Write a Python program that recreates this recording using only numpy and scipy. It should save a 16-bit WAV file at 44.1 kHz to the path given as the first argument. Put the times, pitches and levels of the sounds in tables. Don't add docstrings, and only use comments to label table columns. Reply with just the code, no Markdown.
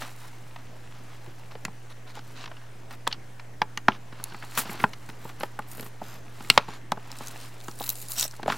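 import sys
import numpy as np
from scipy import signal
from scipy.io import wavfile
from scipy.ndimage import uniform_filter1d

SR = 44100
rng = np.random.default_rng(int(sys.argv[2]) if len(sys.argv) > 2 else 0)


def store_pcm(level_fs):
    pcm = np.round(np.clip(level_fs, -1, 1) * 32767).astype(np.int16)
    wavfile.write(sys.argv[1], SR, np.atleast_2d(pcm).T)


N = 377937

# t/s, nominal peak level/dB, dent pitch f/Hz, slope above f [dB/octave],
# card thud level/dB (rms re the peak)
BUCKLES = [(0.019, -22, 1030, -7, -47), (0.245, -39, 969, -11, -30), (0.559, -31, 875, -5, -34),
           (1.275, -39.5, 400, -25, -4), (1.551, -31, 444, -7.5, -20), (1.65, -18, 1840, -7.5, -18.5),
           (1.679, -31, 790, -10.5, -10.5), (2.17, -32, 855, -13, -34), (2.457, -29, 1390, 1, -41),
           (2.475, -32, 1000, -2, -33), (2.513, -32.5, 1000, -9, -31), (2.567, -38.5, 2870, -12, -24),
           (3.0679, -19.5, 1190, -2, -26), (3.0727, -13, 980, -7.5, -29), (3.112, -30, 3300, -17, -40),
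           (3.125, -16.5, 3160, 1.5, -50), (3.395, -31, 1070, -1, -42), (3.617, -5, 880, -5, -29),
           (3.773, -18, 1600, -5.5, -27), (3.883, 0, 1035, -8.5, -21), (3.918, -27, 2920, -25, -31),
           (4.124, -36, 1030, -3, -9), (4.197, -33.5, 1410, -13, -16), (4.321, -33, 961, -5, -12),
           (4.344, -29, 1370, -10, -15.5), (4.423, -30.5, 1900, -16, -27), (4.436, -32.5, 851, -9, -20),
           (4.574, -13, 1290, -7.5, -27), (4.588, -22, 1340, 1, -18), (4.653, -29, 415, -3, -12),
           (4.694, -26.5, 1950, -19, -7.5), (4.721, -29, 680, -4, -17), (4.744, -35, 690, -13, -9),
           (4.8, -24, 1800, -10, -15.5), (4.823, -34.5, 1460, -14, -5), (4.839, -5, 1410, -16, -17),
           (4.932, -25.5, 1000, 2.5, -35), (5.088, -32, 1330, -8, -9), (5.252, -30, 856, -15.5, -10.5),
           (5.407, -24.5, 829, -4, -16.5), (5.432, -17.5, 805, -7, -18), (5.589, -18, 1150, -16, -21.5),
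           (5.778, -34.5, 452, -4, -11), (5.794, -29.5, 420, -3, -13), (5.825, -33, 450, -4, -11),
           (5.86, -34.5, 703, -4, -9), (6.015, -23.5, 760, -34, -13.5), (6.404, -31.5, 810, -2, -10),
           (6.445, -34, 1770, -5, -11), (6.4997, 3.5, 2700, -3, -32), (6.576, 4, 915, -4, -30.5),
           (6.683, -27.5, 902, -14, -11), (6.919, -11.5, 860, -8.5, -20.5), (6.972, -31, 840, -11.5, -11.5),
           (7.206, -26.5, 744, -7.5, -16), (7.681, -27.5, 1100, -8.5, -11), (7.806, -25, 830, -32.5, -18),
           (8.25, -29, 750, -11, -20), (8.334, -35.5, 1360, -13, -19), (8.393, -29, 832, -12, -17),
           (8.429, -25, 794, -5, -14), (8.459, -19.5, 434, -9, -19), (8.479, -10.5, 810, -19.5, -21),
           (8.499, -13, 1030, -7, -19.5), (8.521, -16, 1330, -11, -27)]
# t/s, nominal peak level/dB, f/Hz
BRIGHT_TICKS = [(1.651, -20.5, 6950), (2.1535, -33.5, 3060), (3.076, -11, 3430), (3.7751, -19.5, 6300),
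                (4.24, -13.5, 10940), (4.3, -38, 4130), (4.5156, -44, 9000), (4.5406, -38, 9000),
                (5.4016, -29, 11200), (5.4337, -24, 3130), (5.592, -33, 11300), (5.6855, -46, 10600),
                (5.7152, -29.5, 10800), (5.809, -27, 11400), (5.8184, -36, 13100), (5.8294, -40, 12000),
                (5.8651, -38, 7640), (6.0392, -37, 3300), (6.5, -8, 4350), (6.5007, -4, 8400),
                (6.9194, -15.5, 3700), (7.117, -23.5, 5300), (7.187, -28, 8300), (7.272, -24, 6370),
                (7.2826, -26, 6560), (7.6036, -33.5, 3700), (7.612, -34, 3600), (7.645, -36, 6770),
                (7.683, -28.5, 6940), (7.713, -33, 5720), (7.789, -30, 8540), (7.8, -26.5, 3760),
                (7.818, -24, 3820), (7.827, -24, 4040), (7.84, -22, 4000), (7.8632, -25, 3940),
                (7.868, -23, 13100), (7.892, -6.5, 14100), (7.9011, -13, 12700), (7.9552, -26.5, 8350),
                (8.0253, -28, 12900), (8.085, -24, 10500), (8.112, -27, 10600), (8.1194, -17.5, 9040),
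                (8.183, -17, 7900), (8.197, -8, 8000), (8.2102, -9.5, 6950), (8.2278, -10.5, 3770),
                (8.2366, -25, 5070), (8.2795, -23.5, 7960), (8.3116, -29, 5700), (8.4306, -30, 3670),
                (8.479, -25.5, 3740), (8.522, -21, 3620)]
# start t/s, fade time t/s, level/dB before gating, mean slip rate f/Hz,
# brightness [0-1]
SEAL_RIPS = [(4.574, 0.026, -17, 320, 0.58), (4.596, 0.032, -28, 320, 0.5),
             (8.526, 0.024, -33.5, 310, 0.03)]
# t/s, dull rustle level/dB, bright scrape level/dB
RUB_LEVELS = [(0.0, -37, -49.5), (0.14, -55.5, -60), (0.62, -59.5, -71.5), (1.24, -56.5, -67.5),
              (2.05, -64.5, -78), (2.29, -57.5, -64.5), (2.6, -60, -74), (3.94, -67.5, -79),
              (4.2, -53.5, -68), (4.55, -51.5, -56.5), (4.74, -43.5, -54.5), (4.92, -59, -63),
              (5.4, -58, -67), (6.2, -60.5, -73), (6.56, -44.5, -50.5), (6.76, -65, -97), (7.22, -48, -51),
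              (7.55, -57, -61.5), (8.2, -61.5, -47), (8.45, -55, -67.5), (8.57, -43, -49)]
# start t/s, length t/s, dull level/dB, bright level/dB, bright tilt [dB/octave]
NOISE_SWELLS = [(0.162, 0.16, -53, -58.5, 1), (1.5, 0.051, -53, -68, 4), (1.891, 0.042, -49, -56, -5),
                (2.057, 0.076, -52.5, -57, -8), (2.135, 0.073, -45.5, -56, -7),
                (2.338, 0.14, -46.5, -51, -10), (2.894, 0.069, -47.5, -56, 2),
                (3.09, 0.076, -49.5, -54, -13), (3.88, 0.11, -47, -71, 2), (4.536, 0.099, -40.5, -40.5, 1),
                (4.679, 0.07, -50, -47, 5), (4.784, 0.078, -41, -48.5, 6), (5.085, 0.021, -47.5, -54, 1),
                (5.178, 0.16, -51.5, -57.5, 3), (5.373, 0.11, -47, -56, 8), (5.65, 0.27, -55.5, -50, 7),
                (5.993, 0.23, -49.5, -54.5, -1), (6.651, 0.15, -47.5, -55, -4.5),
                (7.377, 0.13, -62, -50.5, -5), (7.585, 0.22, -62, -57.5, 6), (7.765, 0.2, -48.5, -41, 12),
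                (7.943, 0.12, -68, -45.5, 10), (8.076, 0.089, -52, -39, 8),
                (8.148, 0.13, -40.5, -30.5, 0.5), (8.468, 0.072, -36, -47.5, 2)]
# start t/s, length t/s
THUMB_TIME = (4.15, .7)
# level/dB, f/Hz, bandwidth [Hz]
THUMB_RESONANCE = (-59, 4430, 360)

# f/Hz, relative level/dB, 60 dB decay time t/s
SHELL_MODES = [(503.5, -5, 0.03), (693, -4, 0.035), (855, 4, 0.04), (1041, 2, 0.035), (1300, 3, 0.035),
               (1500, 5, 0.022), (1830, 4, 0.028), (2232, -1, 0.022), (2763, 7, 0.022), (3273, 7, 0.018),
               (4080, 3, 0.018), (5570, 1, 0.016)]
# f/Hz, relative level/dB, 60 dB decay time t/s
CARD_MODES = [(174.4, 8.5, 0.04), (216, 2, 0.082), (332, 10, 0.031), (403.5, -6.5, 0.13)]
# f/Hz, relative level/dB
RUSTLE_SPECTRUM = [(150, -16), (260, 6.5), (450, -11), (700, 2.5), (1200, 4.5), (2300, -2), (3300, -3.5),
                   (4400, -7.5), (6000, -10.5), (9000, -35)]
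# f/Hz, relative level/dB
SCRAPE_SPECTRUM = [(1500, -67), (2600, 2.5), (3300, -5.5), (3900, 6.5), (4800, 3.5), (6200, 2), (7000, 6),
                   (7900, 5), (9000, 3.5), (10600, 2), (12000, 1.5), (15900, -3), (16600, -38.5)]
# f/Hz, relative level/dB
RIP_TREBLE_GAIN = [(3000, -6), (13000, 12)]
# f/Hz, relative level/dB
HISS_SPECTRUM = [(12, -40), (20, 0), (35, -9.5), (55, -34.5), (121, -20.5), (174, -20.5), (750, -26),
                 (1240, -33), (1790, -30.5), (3830, -43.5), (6530, -42.5), (13900, -51.5), (15900, -55),
                 (16500, -75)]
# f/Hz, correlation [0-1]
HISS_LIKENESS = [(60, 0.98), (180, 0.48), (550, 0.37), (1650, 0.64), (4970, 0.64), (15000, 0.64)]

HISS_DB = -51.5
HUM_HZ, HUM_DB = 120.4, -49.5
OFFSET, EDGE_HZ = .0097, 16800
HARD_DB, HARD_WIDTH_DB = -12, 10.5
RING_SOFT, RING_HARD = 1, 0.55
GIVE_SOFT_S, GIVE_HARD_S = .003, 0.00086
DAMP_S, LATE_DB = 0.0034, -3
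CRUNCH_DB, CRUNCH_T60_S = 2, 0.031
SNAP_DB, SNAP_TOP_HZ = 5.5, 5020
CRINKLE_PER_S, CRINKLE_SPREAD_DB = 48, 2.5
DENT_DB, EDGE_DB = 9.5, 12
FILM_DB = 4.5
SIDES = np.array([[1], [-1]])


def amp(db):
    return 10 ** (np.asarray(db) / 20)


def evened(x):
    return x / np.sqrt(np.mean(x ** 2) + 1e-20)


def read(points, hz):
    f, value = np.transpose(points)
    return np.interp(np.log(hz + 1), np.log(f + 1), value)


def add(mix, s, sound):
    part = mix[..., round(s * SR):][..., :sound.shape[-1]]
    part += sound[..., :part.shape[-1]]


def colour(x, points):
    hz = abs(np.fft.fftfreq(2048, 1 / SR))
    log_gain = np.log(amp(np.maximum(read(points, hz), -100)))
    taps = np.fft.ifft(np.exp(np.conj(signal.hilbert(log_gain)))).real[:1024]
    return signal.oaconvolve(x, taps)[:len(x)]


def ring(modes, extra_db, longer, chance, rise_s):
    hz, db, t60 = np.transpose(modes)[:, :, None]
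    t = np.arange(4000) / SR
    detune, strength, phase = chance[:, :len(modes), None]
    tone = np.sin(2 * np.pi * hz * (1 + 0.047 * detune) * t + 0.47 * phase)
    fall = amp(db + extra_db + 2 * strength - 60 * t / (t60 * longer))
    return (tone * fall).sum(0) * (1 - np.exp(-(t / rise_s) ** 2))


def slips(per_s, spread_db, t60, smooth):
    size = amp(spread_db * np.minimum(rng.exponential(1, N), 4))
    size = size * (rng.random(N) < per_s / SR)
    puffs = signal.lfilter([1], [1, -amp(-60 / (t60 * SR))], size)
    return evened(rng.standard_normal(N) * (smooth + evened(puffs)))


def rub():
    s, dull_db, bright_db = np.transpose(RUB_LEVELS)
    t = np.arange(N) / SR
    rustle = evened(colour(slips(90, 0.73, 0.29, 0.3), RUSTLE_SPECTRUM))
    near, wide = (evened(colour(slips(160, 0.87, 0.02, 1.0), SCRAPE_SPECTRUM)) for _ in range(2))
    scrape = near + .3 * SIDES * wide
    return rustle * amp(np.interp(t, s, dull_db)) + scrape * amp(np.interp(t, s, bright_db))


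def crinkle():
    s, dull_db, bright_db = np.transpose(RUB_LEVELS)
    t, out = np.arange(N) / SR, np.zeros(N)
    dent_db = np.interp(t, s, dull_db) + DENT_DB
    edge_db = np.interp(t, s, bright_db) + EDGE_DB
    for chance in rng.standard_normal((8, 4, len(SHELL_MODES))):
        dent = ring(SHELL_MODES, 2.7 * chance[3, :, None], 0.29, chance[:3], 0.00072)
        snap = colour(rng.standard_normal(600) * amp(-60 * t[:600] / 0.016), SCRAPE_SPECTRUM)
        for grain, db in ((dent, dent_db), (snap, edge_db)):
            size = amp(db + CRINKLE_SPREAD_DB * np.minimum(rng.exponential(1, N), 4))
            strikes = size * (rng.random(N) < CRINKLE_PER_S / 8 / SR)
            out += signal.oaconvolve(strikes, grain / abs(grain).max())[:N]
    return out


def hiss():
    frames, hz = N // 256 + 5, np.fft.rfftfreq(1024, 1 / SR)
    a, b, c, d, patches = rng.standard_normal((frames, 513, 5)).T
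    patches = evened(uniform_filter1d(uniform_filter1d(patches, 12, 0), 14, 1))
    same = np.clip(read(HISS_LIKENESS, hz), -1, 1)[:, None]
    left = a + 1j * b
    right = same * left + np.sqrt(1 - same ** 2) * (c + 1j * d)
    spectrum = np.array([left, right]) * amp(read(HISS_SPECTRUM, hz)[:, None] + 1.8 * patches)
    noise = signal.istft(spectrum, nperseg=1024, noverlap=768)[1][:, :N]
    return amp(HISS_DB) * evened(noise)


def hum():
    waver = evened(uniform_filter1d(uniform_filter1d(rng.standard_normal(N), 3000), 3000))
    tone = np.sin(2 * np.pi * HUM_HZ * np.arange(N) / SR)
    return np.sqrt(2) * amp(HUM_DB + 0.079 * waver) * tone


def room(x):
    taps = np.zeros((2, 12000))
    at = np.arange(200, 11980, 20) + rng.integers(0, 20, (2, 589))
    np.put_along_axis(taps, at, rng.choice([-1., 1.], at.shape), 1)
    hz, t, z = signal.stft(taps + 0.64 * taps[::-1], SR, nperseg=256)
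    t60 = read([(300, 0.16), (2000, 0.075), (10000, 0.068)], hz)[:, None]
    tail = signal.istft(z * amp(-60 * t / t60), SR, nperseg=256)[1]
    return signal.fftconvolve(x, tail / np.linalg.norm(tail[0]), axes=1)[:, :N]


def pops():
    out, t = np.zeros(N), np.arange(4000) / SR
    shell_hz = np.array(SHELL_MODES)[:, :1]
    chances = rng.standard_normal((len(BUCKLES), 6 * len(SHELL_MODES) + len(t)))
    for (s, db, hz, slope_db, thud_db), row in zip(BUCKLES, chances):
        noise, chance = row[:len(t)], row[len(t):].reshape(-1, len(SHELL_MODES))
        octaves = np.log2(shell_hz / hz)

        hard = 1 / (1 + np.exp((HARD_DB - db) / HARD_WIDTH_DB))
        longer = RING_SOFT + (RING_HARD - RING_SOFT) * hard
        give = GIVE_SOFT_S * (GIVE_HARD_S / GIVE_SOFT_S) ** hard
        grip = amp(LATE_DB * (1 - np.exp(-((t - give) / DAMP_S) ** 2)) * (t > give))
        swell = (1 - np.exp(-(t / give) ** 2)) * grip

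        top_db = slope_db * np.log2(SNAP_TOP_HZ / hz) - 7.0
        dent = [(hz / 4, -20), (hz / 1.15, -4), (hz, 0), (1.51 * hz, slope_db - 3),
                (SNAP_TOP_HZ, top_db), (2 * SNAP_TOP_HZ, top_db - 34)]

        mode_db = np.where(octaves > 0, slope_db, 7.) * octaves
        modes = ring(SHELL_MODES, mode_db, longer, chance[:3], give) * grip
        rattle = evened(signal.lfilter(*signal.butter(2, 350, fs=SR), noise[::-1]))
        modes = modes * (1 + .6 * rattle)
        crunch = colour(noise * swell * amp(-60 * t / (CRUNCH_T60_S * longer)), dent)
        blow = colour(signal.unit_impulse(len(t), round(give * SR)), dent)
        crack = colour(noise * swell * amp(-60 * t / 0.018), SCRAPE_SPECTRUM)
        modes, crunch, blow, crack = (x / abs(x).max() for x in (modes, crunch, blow, crack))

        body = modes + amp(CRUNCH_DB) * crunch - hard * amp(SNAP_DB) * blow
        body = body / abs(body).max()
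        thud = ring(CARD_MODES, 0, longer, chance[3:], 0.0024)
        thud = thud / np.std(thud[:440])
        add(out, s, amp(db) * (body + amp(-30.5) * crack + amp(thud_db) * thud))
    return out


def noise_swells():
    out = np.zeros((2, N))
    dull = evened(colour(slips(340, 8.4, 0.017, 1.4), RUSTLE_SPECTRUM))
    near, wide = (colour(slips(260, 3.5, .008, .8), SCRAPE_SPECTRUM) for _ in range(2))
    film_hz = np.linspace(2000, 16000, 24)
    films = rng.standard_normal((len(NOISE_SWELLS), len(film_hz)))
    for (s, length, dull_db, bright_db, tilt_db), film in zip(NOISE_SWELLS, films):
        span = slice(round(s * SR), round((s + length) * SR))
        film_gain_db = tilt_db * np.log2(film_hz / 2000) + FILM_DB * film
        tilt = np.transpose([film_hz, film_gain_db])
        mid, side = (evened(colour(x[span], tilt)) for x in (near, wide))
        sound = amp(dull_db) * dull[span] + amp(bright_db) * (mid + .35 * SIDES * side)
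        add(out, s, sound * signal.windows.tukey(len(mid), .6))
    return out


def ticks():
    out, t = np.zeros((2, N)), np.arange(600) / SR
    chances = rng.standard_normal((len(BRIGHT_TICKS), 2, 600))
    for (s, db, hz), (noise, other) in zip(BRIGHT_TICKS, chances):
        both = (noise + .25 * SIDES * other) * amp(-60 * t / 0.011)
        dulling = [(hz, 0), (4 * hz, -9)]  # f/Hz, level/dB
        tick = np.array([colour(colour(side, SCRAPE_SPECTRUM), dulling) for side in both])
        tone = np.sin(2 * np.pi * hz * t) * amp(-60 * t / 0.005)
        tick = tick / abs(tick).max() + 1.35 * tone
        add(out, s, tick / abs(tick).max() * amp(db + .9 * SIDES))
    return out


def thumb():
    (s, length), (db, hz, width) = THUMB_TIME, THUMB_RESONANCE
    out = np.zeros(N)
    drag = signal.lfilter(*signal.iirpeak(hz, hz / width, fs=SR), slips(180, 1.5, .02, 1.2))
    size = round(length * SR)
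    add(out, s, amp(db) * evened(drag)[:size] * signal.windows.tukey(size, .3))
    return out


def rips():
    out, t = np.zeros((2, N)), np.arange(6000) / SR
    drive = rng.standard_normal((len(SEAL_RIPS), 3, 6000))
    for (s, length, db, per_s, bright), (noise, other, jitter) in zip(SEAL_RIPS, drive):
        rate = per_s * np.exp(.5 * evened(uniform_filter1d(jitter, 150)))
        turns = np.cumsum(rate) / SR
        slip = .35 + np.exp(-(turns % 1) / .25)
        gate = slip * np.clip(t / 0.0015, 0, 1) / (1 + (t / length) ** 6)
        dull = evened(colour(noise, RUSTLE_SPECTRUM))
        mid, side = (evened(colour(colour(x, SCRAPE_SPECTRUM), RIP_TREBLE_GAIN)) for x in (noise, other))
        sharp = mid + .3 * SIDES * side
        add(out, s, amp(db) * gate * (np.clip(1 - bright, 0, 1) * dull + bright * sharp))
    return out


def scene():
    pack = rub() + crinkle() + pops() * amp(.15 * SIDES) + noise_swells() + ticks() + thumb() + rips()
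    pack = signal.lfilter(*signal.butter(2, 110, "high", fs=SR), pack)
    return pack + amp(-21.5) * room(pack) + hiss() + hum()


def record(dry):
    clipped = np.clip(dry + OFFSET, -.95, .95)
    band_limit = signal.firwin(511, EDGE_HZ, window=("kaiser", 9), fs=SR)
    return signal.oaconvolve(clipped, band_limit[None], "same")


dry = scene()
out = record(dry)
store_pcm(out)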